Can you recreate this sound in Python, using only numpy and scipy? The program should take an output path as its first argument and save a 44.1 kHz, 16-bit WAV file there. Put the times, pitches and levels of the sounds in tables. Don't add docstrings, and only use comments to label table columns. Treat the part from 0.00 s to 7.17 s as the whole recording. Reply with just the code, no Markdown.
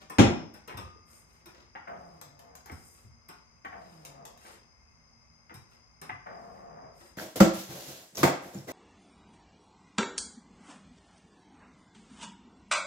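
import sys
import numpy as np
from scipy import signal
from scipy.fft import rfft, irfft, next_fast_len
from scipy.io import wavfile
from scipy.ndimage import uniform_filter1d, map_coordinates

SR = 44100
rng = np.random.default_rng(int(sys.argv[2]) if len(sys.argv) > 2 else 0)


def bounce(signal):
    frames = np.transpose(np.atleast_2d(signal))
    limited = np.clip(frames, -1, 1)
    pcm = np.round(limited * 32767).astype(np.int16)
    wavfile.write(sys.argv[1], SR, pcm)


N = 316197
T = np.arange(SR) / SR


def amp(db):
    return 10 ** (np.asarray(db) / 20)


def unit(x):
    return x / np.sqrt(np.mean(x ** 2) + 1e-20)


def crest(x):
    power = np.mean(np.atleast_2d(x) ** 2, axis=0)
    return x / np.sqrt(uniform_filter1d(power, size=441).max())


def along(points, hz):
    f, v = np.transpose(points)
    return np.interp(np.log(hz + 1), np.log(f + 1), v)


def wobble(rate):
    knots = rng.standard_normal(int(N * rate / SR) + 4)
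    return map_coordinates(knots, [np.arange(N) * rate / SR])


def since(s):
    return np.maximum(np.arange(N) / SR - s, 0)


def arch(s, length):
    return np.sin(np.pi * np.minimum(since(s) / length, 1))


def filtered(x, response):
    n = x.shape[-1]
    m = next_fast_len(n + 8192)
    return irfft(rfft(x, m) * response(np.fft.rfftfreq(m, 1 / SR)), m)[..., :n]


def coloured(x, spectrum):
    def response(hz):
        cepstrum = irfft(np.log(amp(along(spectrum, hz)) + 1e-6))
        half = len(cepstrum) // 2
        return np.exp(rfft(np.r_[cepstrum[0], 2 * cepstrum[1:half], np.zeros(half)]))
    return filtered(x, response)


def grainy(spectrum, rough_db, rate):
    clumps = amp(rough_db * wobble(rate))
    return unit(coloured(rng.standard_normal(N) * clumps, spectrum))


def fade(t60):
    return amp(-60 * T / max(t60, 1e-3))


def burst(t60):
    return rng.standard_normal(len(T)) * fade(t60)


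def snap(t60, scrape_db):
    scrape = burst(t60)
    return (T == 0) + amp(scrape_db) * scrape / np.linalg.norm(scrape)


def ring(modes, scatter_db, longest):
    out = np.zeros(len(T))
    for hz, db, t60 in modes:
        strength = amp(db + scatter_db * rng.normal())
        out += strength * fade(min(t60, longest)) * np.sin(2 * np.pi * hz * T)
    return out


def add(track, s, x):
    part = track[:, round(s * SR):][:, :x.shape[-1]]
    part += x[..., :part.shape[1]]


# f/Hz, likeness (1 same, 0 unrelated, -1 opposed)
LIKENESS = [(60, 0.92), (130, 0.24), (290, 0.69), (640, 0.021), (3000, -.15), (8000, -.25), (13000, -0.71)]


def diffuse(count):
    def turn(hz):
        return np.arccos(np.clip(along(LIKENESS, hz), -1, 1)) / 2
    noise = rng.standard_normal((2, count))
    mid, side = filtered(noise, lambda hz: np.array([np.cos(turn(hz)), np.sin(turn(hz))]))
    return np.array([mid + side, mid - side])


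# f/Hz, t60/s
WALL_DECAY = [(100, 0.56), (500, 0.5), (2000, .46), (6000, 0.38), (14000, 0.2)]
LEAD_S = 20 / SR


def garage(x, wet_db):
    hz, t, z = signal.stft(diffuse(count=SR * 3 // 4), SR, nperseg=256)
    decay = amp(-60 * t / along(WALL_DECAY, hz)[:, None])
    tail = signal.istft(z * decay, SR, nperseg=256)[1]
    echo = signal.fftconvolve(x[None], tail / np.linalg.norm(tail[0]), axes=1)[:, :len(x)]
    late = np.pad(x, (round(LEAD_S * SR), 0))[:len(x)]
    return np.array([x, late]) + amp(wet_db) * echo


def narrow(centre_hz, width):
    return unit(filtered(diffuse(count=N), lambda hz: 1 / (1 + (1.9 * (hz - centre_hz) / width) ** 2)))


# f/Hz, relative level/dB
AIR_COLOUR = [(20, -20.5), (65, 1.5), (220, -15.5), (320, -21.5), (1100, -15.5), (1750, -24.5), (2200, -23),
              (3000, -33), (4200, -42), (5800, -33.5), (7400, -40.5), (8500, -37), (11000, -43),
              (15500, -49)]
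# f/Hz, width/Hz, rms level/dB
HUM_BANDS = [(159, 8, -73.5), (233.2, 14, -75), (1120, 200, -79.5), (2110, 130, -75.5), (2580, 25, -84),
             (6180, 330, -74.5)]
TRILL_DB, TRILL_SWING_DB, TRILL_DRIFT_DB = -68.5, 1.5, 0.2
TRILL_PERIOD_S, TRILL_CREST_S = 0.6, 2.2


def room_tone():
    out = amp(-64.0) * unit(coloured(diffuse(count=N), AIR_COLOUR))
    for centre_hz, width, db in HUM_BANDS:
        out += amp(db) * narrow(centre_hz, width)
    swell = np.cos(2 * np.pi * (np.arange(N) / SR - TRILL_CREST_S) / TRILL_PERIOD_S)
    trill_db = TRILL_DB + TRILL_SWING_DB * swell + TRILL_DRIFT_DB * wobble(rate=3)
    return out + amp(trill_db) * narrow(centre_hz=5037, width=230)


# start t/s, length t/s, swish level/dB (before a common trim), scuff level/dB
RUSTLES_ON_MAT = [(0.0, 0.043, -69, -56), (1.05, 0.19, -57.5, -72), (1.235, 0.19, -69.5, -73),
                  (1.513, 0.13, -87, -62.5), (2.657, 0.43, -58.5, -70.5), (4.376, 0.21, -58.5, -59),
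                  (5.676, 0.098, -72, -69.5), (6.927, 0.21, -62, -64.5)]
# f/Hz, relative level/dB
SWISH_COLOUR = [(3530, -44), (6000, -10.5), (9040, -3), (10500, -10.5), (13100, -6.5), (16000, -44)]
# f/Hz, relative level/dB
SCUFF_COLOUR = [(100, -22.5), (250, -5), (1200, -10), (2500, -14.5), (4000, -19.5), (6500, -22),
                (10000, -33.5)]
# start t/s, length t/s,
# opening surge level/dB, surge decay t/s (time constant), steady flow level/dB,
# closing swell level/dB (lost under the steady flow in the third),
# starting groan f/Hz, groan level/dB, sleeve swish level/dB (before the swish trim)
PUMP_STROKES = [(1.871, 0.695, -46.5, 0.13, -77, -61, 205, -60.5, -75),
                (3.724, 0.58, -49.5, 0.052, -65.5, -58.5, 200, -58.5, -68),
                (6.258, 0.656, -55.5, 0.051, -53.5, -82, 235, -64, -74)]
SLEEVE_SCUFF_DB, SLEEVE_S = -2.5, 0.43


def clothes():
    swish, scuff = np.zeros(N), np.zeros(N)
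    sleeves = [(s, SLEEVE_S, db, db + SLEEVE_SCUFF_DB) for s, *_, db in PUMP_STROKES]
    for s, length, swish_db, scuff_db in RUSTLES_ON_MAT + sleeves:
        move = arch(s, length)
        swish += amp(swish_db) * move
        scuff += amp(scuff_db) * move
    fabric = amp(-7.0) * swish * grainy(SWISH_COLOUR, rough_db=3.5, rate=470)
    knees = scuff * grainy(SCUFF_COLOUR, rough_db=5.5, rate=91)
    return garage(fabric + knees, wet_db=4)


# t/s, level/dB (before the edge and body trims), body against edge level/dB
HANDLE_CLINKS = [(0.0981, -45.5, 3), (0.539, -53, -2), (0.676, -49.5, 3), (0.772, -45, 0),
                 (1.4576, -51, -1.5), (2.7168, -51.5, -4.5), (3.286, -49, -2.5), (5.5415, -49.5, -9),
                 (6.015, -45, -3.5)]
# f/Hz (before scatter), level/dB, free t60/s (the grip cuts it short)
SOCKET_MODES = [(2418, -9, 0.16), (3890, -9.5, 0.13), (5210, 2.5, .12), (5680, -7, .12), (8220, -6, 0.22),
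                (9400, -5.5, 0.1516), (13100, -8.5, .12)]
# f/Hz, relative level/dB
CLINK_EDGE = [(2000, -18), (4400, -17), (5400, -1), (6100, -8), (7200, -10), (8200, -4.5), (9400, -3),
              (10500, -14), (13000, -0.5), (15800, -21.5)]
# f/Hz, relative level/dB
CLINK_DULL = [(120, -39), (200, -9.5), (355, -3), (568, -9.5), (996, -2), (2060, -12), (2460, -13),
              (4200, -23.5), (5460, -52), (9240, -120)]
# f/Hz, level/dB, t60/s
FREE_HANDLE = [(1222, 0, .7), (2630, -19, .9), (3580, -4, .3)]


def clinks():
    out = np.zeros((2, N))
    for s, db, body_db in HANDLE_CLINKS:
        modes = [(hz * (1 + 0.013 * rng.normal()), level, t60) for hz, level, t60 in SOCKET_MODES]
        gripped = amp(-7) * crest(ring(modes, scatter_db=3, longest=.11))
        edge = crest(coloured(burst(t60=0.038), CLINK_EDGE)) + gripped
        body = coloured(burst(t60=0.059) * (1 - fade(t60=0.015)), CLINK_DULL)
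        add(out, s, amp(db - 2.0) * crest(garage(edge, wet_db=5.5)))
        add(out, s, amp(db + body_db + 2.0) * crest(garage(body, wet_db=8.0)))
    free = ring(FREE_HANDLE, scatter_db=.5, longest=1)
    add(out, 0.773, amp(-48.0) * crest(garage(free, wet_db=-12.0)))
    return out


# t/s, level/dB, f/Hz
THUDS_AND_KNOCKS = [(0.734, -42, 100), (0.824, -44.5, 99), (0.96, -55, 472), (2.7, -49, 398),
                    (2.712, -42.5, 116), (2.72, -47, 236), (3.038, -51, 121), (3.29, -58, 380),
                    (3.66, -56.5, 190), (5.509, -53.5, 340), (5.541, -49, 136.4), (6.103, -48.5, 143)]
DECAY_CYCLES = 30
THUMP_DB, THUMP_HZ = -10.5, 185


def thuds():
    out = np.zeros((2, N))
    thumps = [(s, db + THUMP_DB, THUMP_HZ) for s, db, _ in HANDLE_CLINKS]
    for s, db, hz in THUDS_AND_KNOCKS + thumps:
        band = [(hz / 4, -35), (hz * 0.61, -6), (hz, 0), (hz * 1.2, -14), (hz * 4, -32), (hz * 10, -70)]
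        thud = coloured(burst(DECAY_CYCLES / hz), band)
        add(out, s, amp(db) * crest(garage(thud, wet_db=-6.5)))
    return out


# t/s, level/dB
CLUNK_BLOWS = [(0.185, -21.5), (0.189, -19), (0.1957, -16)]
# f/Hz, relative level/dB
CLATTER = [(30, -23), (60, -11.5), (250, -11), (450, -14), (800, -17), (1300, -20.5), (2500, -24),
           (3500, -25.5), (4700, -36.5), (6900, -31.5), (7700, -42), (9200, -38.5), (10500, -49.5),
           (15500, -51.5)]
# f/Hz, level/dB, t60/s
FRAME_MODES = [(60, -14.5, 0.35), (85.5, -14.5, 0.42), (100, -7.5, 0.22), (111.55, 0, .4), (163, -2.5, .3),
               (214.3, 2.5, 0.29), (239.3, 4, 0.19), (280, 2.5, .17), (296, 3.5, 0.14), (354, -9, 0.44),
               (528, -11.5, 0.38), (795, -18, 0.35)]
# f/Hz, level/dB, t60/s
STEEL_MODES = [(1165, -2, .3), (2479, -1, .3), (3306, -3, .28), (4150, -9, .25), (5880, -12, .35),
               (6840, -9, .3), (14750, -18, .25), (5180, -11, .45), (5234, -7, .6), (5314, -4, .6),
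               (5399, -7, .7), (5562, -13, .65)]


def clunk():
    out = np.zeros((2, N))
    for s, db in CLUNK_BLOWS:
        clatter = coloured(snap(t60=0.064, scrape_db=-1), CLATTER)
        add(out, s, amp(db) * crest(garage(clatter, wet_db=4.5)))
    load = (1 - fade(t60=0.054)) * (1 + 1.7 * fade(t60=.2))
    boom = ring(FRAME_MODES, scatter_db=0.03, longest=.5) * load
    add(out, 0.1893, -amp(-9.6) * crest(garage(boom, wet_db=-14.5)))
    steel = ring(STEEL_MODES, scatter_db=1.5, longest=.9)
    add(out, 0.1855, amp(-30) * crest(garage(steel, wet_db=-3)))
    return out


# t/s, level/dB (before a common trim), length t/s
VALVE_CHATTERS = [(0.69, -47.5, 0.042), (1.75, -44, 0.017), (2.655, -55, 0.029), (2.691, -47.5, 0.02),
                  (3.644, -41, 0.019), (4.445, -57.5, 0.022), (4.499, -67, 0.025), (5.493, -52, 0.027),
                  (6.091, -37, 0.014)]
# f/Hz, relative level/dB
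VALVE_COLOUR = [(200, -15.5), (450, -10.5), (640, -12.5), (780, 4.5), (950, -4), (1400, -5.5), (2050, -4),
                (2450, -13), (3200, -21.5), (4500, -44), (8000, -51)]
OPENING_DB, OPENING_S = -6, 0.015


def valve():
    out = np.zeros((2, N))
    openings = [(s, surge_db + OPENING_DB, OPENING_S) for s, _, surge_db, *_ in PUMP_STROKES]
    for s, db, length in VALVE_CHATTERS + openings:
        run = (1 - fade(t60=0.039)) * np.exp(-(T / length) ** 2)
        hits = rng.random(len(T)) < 1500 / SR
        taps = hits * rng.standard_normal(len(T)) * run
        add(out, s, amp(db + 3.0) * crest(garage(coloured(taps, VALVE_COLOUR), wet_db=-1.0)))
    return out


# f/Hz, relative level/dB
FLOW_COLOUR = [(100, -7), (220, -4), (340, -12), (480, 0), (600, -2.5), (720, 3.5), (860, -6), (1200, -8),
               (1800, -32), (3000, -58)]
# f/Hz, relative level/dB
RASP_COLOUR = [(400, -17.5), (560, 1.5), (720, 10.5), (900, 2), (1300, -1), (1900, -3.5), (2450, -14.5),
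               (2900, -21), (4500, -42)]
OPEN_S, CLOSE_S = 0.0043, 0.14
SWELL_S, SWELL_BEFORE_END_S = 0.13, 0.055


def oil():
    flow, rasp = np.zeros(N), np.zeros(N)
    for s, length, surge_db, surge_s, steady_db, swell_db, *_ in PUMP_STROKES:
        age = since(s)
        valve_open = np.clip(np.minimum(age / OPEN_S, (length - age) / CLOSE_S + .5), 0, 1)
        surge = amp(surge_db) * np.exp(-age / surge_s)
        swell = amp(swell_db) * np.exp(-((age - length + SWELL_BEFORE_END_S) / SWELL_S) ** 2)
        push = valve_open * (surge + amp(steady_db) + swell)
        flow += push
        rasp += push * amp(-9.0 + 15.1 * np.exp(-age / 0.067))
    stream = flow * grainy(FLOW_COLOUR, rough_db=0, rate=280)
    stream += rasp * grainy(RASP_COLOUR, rough_db=3.5, rate=140)
    return garage(stream, wet_db=0)


GROAN_SAG_OCT_PER_S, GROAN_LENGTH_S = 1.1, 0.6


def groan():
    out = np.zeros(N)
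    for s, *_, start_hz, db, _ in PUMP_STROKES:
        hz = start_hz * 2 ** (-GROAN_SAG_OCT_PER_S * since(s))
        phase = 2 * np.pi * np.cumsum(hz * (1 + 0.0578 * wobble(rate=76))) / SR
        judder = np.sin(phase) + amp(-9.0) * np.sin(2 * phase)
        out += amp(db) * arch(s, GROAN_LENGTH_S) * unit(judder * amp(2.7 * wobble(rate=30)))
    return garage(out, wet_db=-10.5)


# t/s, level/dB (before a common trim)
ARM_TICKS = [(2.2135, -48.5), (2.392, -58), (2.5528, -52), (2.6591, -55.5), (3.6505, -63.5), (4.0504, -48),
             (4.2528, -49), (4.375, -61)]
# f/Hz, relative level/dB
TICK_COLOUR = [(150, -8.5), (700, 0), (2500, -9), (4500, -11), (6500, -6), (10400, -12), (12300, -3),
               (15800, -27)]


def ticks():
    out = np.zeros((2, N))
    for s, db in ARM_TICKS:
        slip = garage(coloured(snap(t60=.022, scrape_db=6), TICK_COLOUR), wet_db=4.5)
        add(out, s, amp(db + 4.5) * crest(slip))
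    return out


# f/Hz, left minus right level/dB
LEFT_TILT = [(100, -0.5), (300, 1), (650, 2.5), (2300, 2.5), (5000, 7), (8000, 1.5), (14000, -0.5)]


def scene():
    mix = room_tone() + clothes() + clinks() + thuds() + clunk() + valve() + oil() + groan() + ticks()
    return filtered(mix, lambda hz: amp(np.outer([.5, -.5], along(LEFT_TILT, hz))))


TOP_HZ = 15800


def record(dry):
    high_pass = signal.butter(2, 42, "highpass", fs=SR, output="sos")
    thinned = signal.sosfilt(high_pass, dry)
    return filtered(thinned, lambda hz: 1 / (1 + (hz / TOP_HZ) ** 160))


dry = scene()
out = record(dry)
bounce(out)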